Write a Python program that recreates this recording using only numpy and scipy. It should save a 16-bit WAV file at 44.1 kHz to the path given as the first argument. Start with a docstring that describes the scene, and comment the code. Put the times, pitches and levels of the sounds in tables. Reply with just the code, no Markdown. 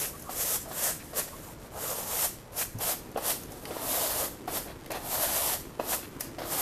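"""Sweeping a tent floor

A hand brush sweeps a tent's canvas floor into a plastic dustpan, first at the back of the tent, then nearer.
Bristle tips make random clicks that blend into hiss, and the sheet drums as filtered noise under them.
Dull pats, ticks and scrapes set off dying tones of the sheet or pan; a knee thuds once and faint squeaks rise.
Grit crackles and clothes rustle over a low outdoor rumble, and the tent walls return a short, soft tail."""
import sys
import numpy as np
from scipy import signal
from scipy.fft import rfft, irfft
from scipy.io import wavfile
from scipy.ndimage import uniform_filter1d

SR = 44100
rng = np.random.default_rng(int(sys.argv[2]) if len(sys.argv) > 2 else 0)


def waveform_to_disk(signal):
    """Save audio, clipped to [-1, 1], as 16-bit WAV at the path in sys.argv[1]."""
    frames = np.transpose(np.atleast_2d(signal))
    scaled = np.clip(frames, -1, 1) * 32767
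    samples = np.round(scaled).astype(np.int16)
    wavfile.write(sys.argv[1], SR, samples)


N = 291501
TIME = np.arange(N) / SR  # seconds

# Brush strokes toward the pan. Each row: start in seconds, time to speed up in seconds, time at full speed
# in seconds, hiss on reaching full speed in dB, swell up to it in dB, push toward the end in dB,
# drumming of the sheet in dB, tautness of the sheet from 0 to 1.
STROKES = [ (-.054, 0.08, .033, -31, 2, -1.5, -44, 0), (.289, .138, .134, -30.5, 13.5, 1, -42.5, .1),
           (.68, .17, 0.053, -28.5, 19, 0, -39, 0.36), (1.126, 0.051, 0.018, -30.5, 23, 1.8, -37.5, 0),
           (1.712, .14, 0.18, -35, 19, -3.5, -39.5, 0.54), (1.997, 0.11, 0.14, -34, 17, 7, -41.5, 0.9),
           (2.515, .088, 0.011, -29.5, 25, -0.5, -39.5, .6), (2.783, 0.041, 0.096, -31, 23, 0.5, -37, 0.55),
           (3.164, .13, 0.011, -29, 21, 3.5, -37, 0.6), (3.65, 0.3, .298, -31, 20.5, -1.5, -37, 0.8),
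           (4.47, .096, 0.0059, -33, 13, 2.5, -38, 0.7), (4.977, .181, 0.38, -32, 18, 3.5, -39, 1),
           (5.79, 0.14, 0.016, -31.5, 20, 2, -38.5, 0.75), (6.38, 0.19, .06, -31, 21.5, 2, -37, 0.53), ]
# The rasp of whole bristles bending over the sheet. Each row: frequency in Hz, relative level in dB per Hz.
RASP = [(700, -39.5), (1300, 2.5), (1900, 4), (2400, -1.5), (3100, -1.5), (4000, -2.5), (5500, -4.5),
        (9000, -22.5)]
# Tones of the plastic pan. Each row: frequency in Hz, relative level in dB, time to fall by 60 dB in seconds.
PAN_MODES = [(1620, -16, 0.031), (1900, -3, 0.018), (2350, 6, 0.003), (2550, 2.5, 0.0053),
             (3350, -1.5, 0.0056), (4010, 2.5, 0.0042)]


def gain_of(db):
    """Turns decibels into amplitude."""
    return 10 ** (np.asarray(db) / 20)


def evened(x):
    """Scales a sound to an rms (average strength) of 1."""
    return x / np.sqrt(np.mean(x ** 2) + 1e-20)


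def read(points, hz):
    """Reads a table between its points, along a log-frequency axis."""
    f, value = np.transpose(points)
    return np.interp(np.log(hz + 1), np.log(f + 1), value)


def add(mix, s, sound):
    """Mixes a sound in from the given second on."""
    part = mix[max(round(s * SR), 0):][:len(sound)]
    part += sound[:len(part)]


def coloured(x, spectrum, size=4096):
    """Filters a sound to the given spectrum, with no echo ahead of the sound (minimum phase)."""
    hz = abs(np.fft.fftfreq(size, 1 / SR))
    log_gain = np.log(gain_of(np.maximum(read(spectrum, hz), -100)))
    response = np.exp(np.conj(signal.hilbert(log_gain)))
    taps = np.fft.ifft(response).real[:size // 2]
    return signal.oaconvolve(x, taps)[:len(x)]


def wander(per_s):
    """A smooth random curve of rms 1 that changes at about the given rate per second."""
    hz = np.fft.rfftfreq(N, 1 / SR)
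    slow_spectrum = rfft(rng.standard_normal(N)) / (1 + (hz / per_s) ** 4)
    return evened(irfft(slow_spectrum, N))


def ring(modes, detune=1, size=4096):
    """The dying tones of a struck object, scaled to energy 1."""
    t = np.arange(size) / SR
    wave = sum(gain_of(db - 60 * t / t60) * np.sin(2 * np.pi * hz * detune * t) for hz, db, t60 in modes)
    return wave / np.linalg.norm(wave)


def flicks(per_s, spread_db):
    """Clicks at random moments, many small and a few large, as when bristle tips snap free."""
    size = gain_of(spread_db * np.minimum(rng.exponential(1, N), 4))
    sign = rng.choice([-1, 1], N)
    happens = rng.random(N) < per_s / SR
    return evened(size * sign * happens)


def drifting(x, depth_db, frames_size=17, bins_size=11):
    """Lets the colour drift: random patches in time and pitch grow louder or softer."""
    z = signal.stft(x, nperseg=512)[2]
    patches = uniform_filter1d(rng.standard_normal(z.shape), frames_size, 1)
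    patches = evened(uniform_filter1d(patches, bins_size, 0))
    return evened(signal.istft(z * gain_of(depth_db * patches), nperseg=512)[1][:N])


def background():
    """Low outdoor air is filtered noise; clothes rubbing as the body shifts are filtered clicks."""
    # Outdoor rumble. Each row: frequency in Hz, relative level in dB per Hz.
    air_colour = [(12, -24), (20, -3.5), (48, -2.5), (98, -3.5), (133, -2.5), (256, -9.5), (328, -9.5),
                  (567, -12), (725, -17), (855, -16.5), (1160, -18.5), (3560, -33), (14000, -39)]
    # Rustle of the clothes. Each row: frequency in Hz, relative level in dB per Hz.
    cloth_colour = [(120, -24), (220, 0), (320, 4), (430, -2), (600, -9), (1500, -17.5), (5000, -29)]
    # Loudness of the clothes. Each row: time in seconds, level in dB before the trim below.
    shifting = [(0, -51.5), (1.9, -53.5), (2.35, -65), (3.0, -47), (4.1, -43.5), (5.2, -46), (6.6, -43)]
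    air = drifting(coloured(rng.standard_normal(N), air_colour), depth_db=1.25, bins_size=3)
    air = air * gain_of(-47 + .5 * wander(per_s=9))
    cloth = drifting(coloured(flicks(per_s=1500, spread_db=3.5), cloth_colour), depth_db=1.5, bins_size=2)
    cloth_db = np.interp(TIME, *np.transpose(shifting)) - 2.5
    return air + cloth * gain_of(cloth_db)


def grit():
    """Crumbs and creases in the sheet crackle faintly throughout: sparse filtered clicks."""
    clicks = flicks(per_s=160, spread_db=2.5)
    colour = [(500, -29), (1500, 2), (2600, -1.0), (5000, -3.5), (11000, -7.0), (14000, -10.5)]
    return gain_of(-61.5) * evened(coloured(clicks, colour))


def held(t, length):
    """Gains of hiss and sheet for one contact: quick touch, hold, then the lift."""
    touch_s = 0.0092  # the bristles meet the sheet
    lift_db, lift_s = 7, 0.032  # most bristles leave the sheet at once
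    trail_db_per_s, sheet_damp_db_per_s = 152, 331  # the last ones trail off; the sheet stops sooner
    on = np.clip(t / touch_s, 0, 1)
    off = np.maximum(t - length, 0)  # seconds since the lift
    hiss_db = -lift_db * (1 - np.exp(-off / lift_s)) - trail_db_per_s * off
    return on * gain_of([hiss_db, -sheet_damp_db_per_s * off])


def contact(step_size=32):
    """Levels of hiss and sheet in dB: each stroke eases up to speed, pushes on and lifts; grazes stay even."""
    # Light grazes of the bristles on the sheet, between strokes or as a stroke begins.
    # Each row: start in seconds, length in seconds, hiss in dB, drumming of the sheet in dB.
    grazes = [(.145, 0.17, -52, -59), (0.651, .07, -61, -45), (0.997, 0.12, -52.5, -60),
              (1.247, 0.28, -51.5, -54.5), (1.592, 0.084, -57.5, -53.5), (1.734, 0.056, -60, -42.5),
              (3.498, 0.16, -52, -50), (3.668, 0.071, -52, -48), (4.651, 0.053, -58, -47.5),
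              (4.904, 0.067, -47, -40.5), (6.192, .054, -45, -55)]
    sheet_swell_db = 10.5  # the sheet drums from the first touch, so it mostly swells less than the hiss
    sheet_push = .65  # share of the final push that reaches the sheet
    clock, power = TIME[::step_size], 1e-12
    for s, rise, hold, hiss_db, swell_db, push_db, sheet_db, _ in STROKES:
        t = clock - s
        slow = .5 + .5 * np.cos(np.pi * np.clip(t / rise, 0, 1))  # 1 at the start, 0 at full speed
        push = push_db * np.clip((t - rise) / hold, 0, 1)
        hiss_level = hiss_db - swell_db * slow + push
        sheet_level = sheet_db - sheet_swell_db * slow + sheet_push * push
        power = power + (gain_of([hiss_level, sheet_level]) * held(t, rise + hold)) ** 2
    for s, length, hiss_db, sheet_db in grazes:
        power = power + (gain_of([[hiss_db], [sheet_db]]) * held(clock - s, length)) ** 2
    return [np.interp(TIME, clock, 10 * np.log10(p)) for p in power]


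def brush():
    """Flicking tips hiss, bending bristles rasp and the sheet drums, all gripping and slipping together."""
    # Hiss at the back of the tent, then nearer. Each row: frequency in Hz, relative level in dB per Hz.
    hiss_far = [(1500, -18.5), (2800, -11), (4200, -12), (5500, -3.5), (7200, -0.5), (9500, -0.5),
                (11500, 1), (13500, 3.5), (14300, -10.5)]
    hiss_near = [(1500, -27.5), (3000, -6), (4300, -6.5), (6400, -2.5), (9500, 0.5), (12000, 2.5),
                 (13500, 6), (14300, -11.5)]
    # The sheet where it lies slack, then where it is pulled taut.
    # Each row: frequency in Hz, relative level in dB per Hz.
    sheet_slack = [(200, -36), (340, -20.5), (440, 0.5), (530, -1), (615, 1.5), (740, -5), (950, -10.5),
                   (1250, -8.5), (1600, -10), (2600, -43.5), (5000, -41)]
    sheet_taut = [(200, -33.5), (350, -14), (450, -6.5), (620, 0.5), (720, -1.5), (850, -3), (1050, -5),
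                  (1300, -15), (1600, -18), (2600, -31.5), (5000, -45)]
    near_from_s = 2.79
    hiss_db, sheet_db = contact()
    grip = wander(per_s=22)

    tips = flicks(per_s=22000, spread_db=2.5)
    near = np.clip((TIME - near_from_s) / .01, 0, 1)
    hiss = (1 - near) * evened(coloured(tips, hiss_far)) + near * evened(coloured(tips, hiss_near))
    hiss = drifting(hiss, depth_db=0.8) * gain_of(hiss_db + 1.1 * grip)

    tufts = flicks(per_s=3500, spread_db=1.8)
    rasp_db = .65 * hiss_db + .35 * sheet_db  # the rasp grows with both the speed and the weight of the stroke
    rasp = drifting(coloured(tufts, RASP), depth_db=1.2, bins_size=7)
    rasp = rasp * gain_of(rasp_db + 0.85 * grip - 8 + 0.84 * near)

    starts, *_, tautness = np.transpose(STROKES)
    # each stroke crosses its own patch of the sheet
    taut = np.clip(tautness, 0, 1)[np.searchsorted(starts, TIME) - 1]
    slack_part = (1 - taut) * evened(coloured(tufts, sheet_slack))
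    taut_part = taut * evened(coloured(tufts, sheet_taut))
    sheet = drifting(slack_part + taut_part, depth_db=2.0, bins_size=2) * gain_of(sheet_db + 1.1 * grip)
    return hiss + rasp + sheet


def scrapes():
    """The pan scrapes, under the bristles or along the floor: a rattle of noise keeps its tones ringing."""
    # Each row: start in seconds, length in seconds, level in dB.
    scrape_rows = [(0.017, 0.05, -43.5), (0.988, 0.045, -51.5), (1.183, 0.04, -42), (1.276, 0.017, -47.5),
                   (2.608, 0.028, -36), (4.669, 0.066, -50.5), (4.911, 0.084, -45), (5.922, 0.031, -37),
                   (6.023, 0.04, -47), (6.204, 0.074, -56)]
    out = np.zeros(N)
    for s, length, db in scrape_rows:
        count = round(length * SR)
        rattle = rng.standard_normal(count) * signal.windows.tukey(count, .4)
        add(out, s, gain_of(db) * signal.fftconvolve(rattle, ring(PAN_MODES)))
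    return out


def squeaks():
    """Faint, slightly rising squeaks: sine tones with an unsteady pitch."""
    # Each row: start in seconds, length in seconds, first pitch in Hz, last pitch in Hz (both before the
    # wavering), level in dB before the boost below.
    squeak_rows = [(0.121, 0.058, 1120, 1185, -50), (0.223, 0.15, 1080, 1222, -47.5),
                   (1.309, 0.067, 1088, 1103, -48.5), (1.455, 0.084, 893, 905, -52)]
    out = np.zeros(N)
    for s, length, first_hz, last_hz, db in squeak_rows:
        count = round(length * SR)
        hz = np.linspace(first_hz, last_hz, count) * (1 + 0.07 * wander(per_s=180)[:count])
        tone = np.sin(2 * np.pi * np.cumsum(hz) / SR)
        add(out, s, gain_of(db + 5.0) * tone * np.hanning(count))
    return out


def ticks():
    """Plastic and grit tick: a short bright snap of noise that also knocks the hollow pan."""
    # Each row: time in seconds, level in dB before the boosts below,
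    # pan's hollow knock relative to the snap in dB before its extra 1 dB.
    tick_rows = [(0.1965, -35, -21), (0.2225, -32, -26), (2.786, -30.5, -32), (3.1156, -40, -17),
                 (3.175, -32, -5), (3.435, -33, -21), (3.52, -32.5, -25), (3.6541, -32.5, 1.5),
                 (4.8613, -36, -3), (4.9057, -32.5, 0), (4.9174, -24, -9.5), (6.2079, -17.5, -15)]
    # Colour of the snap. Each row: frequency in Hz, relative level in dB per Hz.
    snap_colour = [(1500, -21), (2300, -25), (3600, -28), (4700, -9), (5200, -4.5), (6300, -1),
                   (7500, -7.5), (10300, -1), (12000, -1), (14000, -3)]
    out, t = np.zeros(N), np.arange(4096) / SR
    for s, db, knock_db in tick_rows:
        crack = rng.standard_normal(len(t)) * t * np.exp(-t / 0.0022)  # strongest after 2.2 ms
        snap = coloured(crack, snap_colour)
        knock = signal.fftconvolve(crack, ring(PAN_MODES, rng.uniform(1.0, 1.13)))
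        start = s - .0015  # early, as the crack needs a moment to build
        add(out, start, gain_of(db + 15.5) * snap / np.linalg.norm(snap))
        add(out, start, gain_of(db + knock_db + 16.5) * knock / np.linalg.norm(knock))
    return out


def pats():
    """The brush lands: first tufts, one blow on the sheet, and other tufts in a dying patter and rasp."""
    # Each row: time of the main blow in seconds, peak of the pat in dB, patter of the other tufts in dB
    # before it dies away, time they take to settle in seconds, first rasp of the splaying bristles in dB.
    pat_rows = [(.294, -25.5, -19, .012, -48), (.714, -28.5, -20, .011, -48), (1.133, -33, -11, 0.014, -50),
                (2.816, -28, -12, 0.011, -57), (3.161, -20.5, -12, 0.011, -50),
                (3.176, -22.5, -9, 0.011, -48), (3.708, -27.5, -6, .01, -45),
                (3.767, -26.5, -26, 0.0059, -44.5), (4.479, -22.5, -5, .011, -43.5),
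                (4.906, -24.5, -14, .011, -43), (4.946, -27.5, -10, 0.033, -47),
                (5.798, -15.5, -12, 0.0099, -47), (6.384, -28.5, -12, 0.048, -42),
                (6.419, -25.5, -19, 0.0079, -42.5)]
    # What the sheet rings with when struck, before a random retuning.
    # Each row: frequency in Hz, relative level in dB, time to fall by 60 dB in seconds.
    sheet_modes = [(340, -66, 0.018), (483, -37, 0.018), (570, 5, 0.044), (723, 22, 0.018),
                   (810, -2, 0.022), (1083, 13.5, 0.013), (1520, -12, .008), (2960, 8, 0.0092)]
    lead_s, lead_db = 0.004023, -11.5  # the first tufts meet the sheet just before the main blow
    splay_s = 0.033  # decay of the rasp
    # springy bristles cushion the blow
    cushion = [(100, -10), (350, 4.5), (1200, 2.0), (3200, -1.5), (7000, -12)]
    out, t = np.zeros(N), np.arange(8000) / SR
    for s, db, patter_db, settle, splay_db in pat_rows:
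        patter = gain_of(patter_db) * rng.standard_normal(len(t))
        blow = patter * np.exp(-t / settle) * np.minimum(t / lead_s, 1)
        blow[0] += 2 * gain_of(lead_db)
        blow[round(lead_s * SR)] += 2
        pat = signal.fftconvolve(blow, ring(sheet_modes, rng.uniform(0.86, 1.04)))
        pat = coloured(pat, cushion)
        add(out, s - lead_s, gain_of(db) * pat / abs(pat).max())
        splay = evened(coloured(rng.standard_normal(len(t)), RASP)) * np.exp(-t / splay_s)
        add(out, s, gain_of(splay_db) * splay)
    return out


def knee(s=2.735, length=0.048, db=-34, hz=100):
    """A knee gives the ground a soft, low push: a short low tone with some rubbing noise."""
    out, count = np.zeros(N), round(length * SR)
    t = np.arange(count) / SR
    rub_colour = [(40, -8), (130, -12), (220, 5), (350, -23), (1200, -52)]
    rub = evened(coloured(rng.standard_normal(count), rub_colour))
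    push = np.sin(2 * np.pi * hz * t) + 0.42 * rub
    add(out, s, gain_of(db) * push * signal.windows.tukey(count, .6))
    return out


def tent(x):
    """Canvas walls return a short, soft tail: sparse echoes, each band dying at its own speed."""
    # Each row: frequency in Hz, time to fall by 60 dB in seconds.
    tent_decay = [(200, 0.28), (700, 0.066), (2500, 0.56), (7000, 0.42), (14000, 0.14)]
    count = SR // 2
    sign = rng.choice([-1., 1.], count)
    happens = rng.random(count) < 3000 / SR  # about 3000 echoes per second
    taps = sign * happens * (TIME[:count] > .005)
    hz, t, z = signal.stft(taps, SR, nperseg=256)
    decay = gain_of(-60 * t / read(tent_decay, hz)[:, None])
    tail = signal.istft(z * decay, SR, nperseg=256)[1]
    return signal.fftconvolve(x, tail / np.linalg.norm(tail))[:N]


def scene():
    """Everything reaches one microphone, the same in both channels."""
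    sweeping = brush() + scrapes()
    landing = pats() + knee()
    ticking = ticks() + grit()
    room = tent(gain_of(-14.5) * sweeping + gain_of(-8.0) * landing + gain_of(-8.5) * ticking)
    mono = sweeping + landing + ticking + room + squeaks() + background()
    return np.array([mono, mono])


def record(dry):
    """The recorder's band limit: a steep filter removes the highest treble."""
    edge_hz = 14300
    low_pass = signal.firwin(511, edge_hz, window=("kaiser", 9), fs=SR)
    return signal.oaconvolve(dry, low_pass[None], "same")


dry = scene()
out = record(dry)
waveform_to_disk(out)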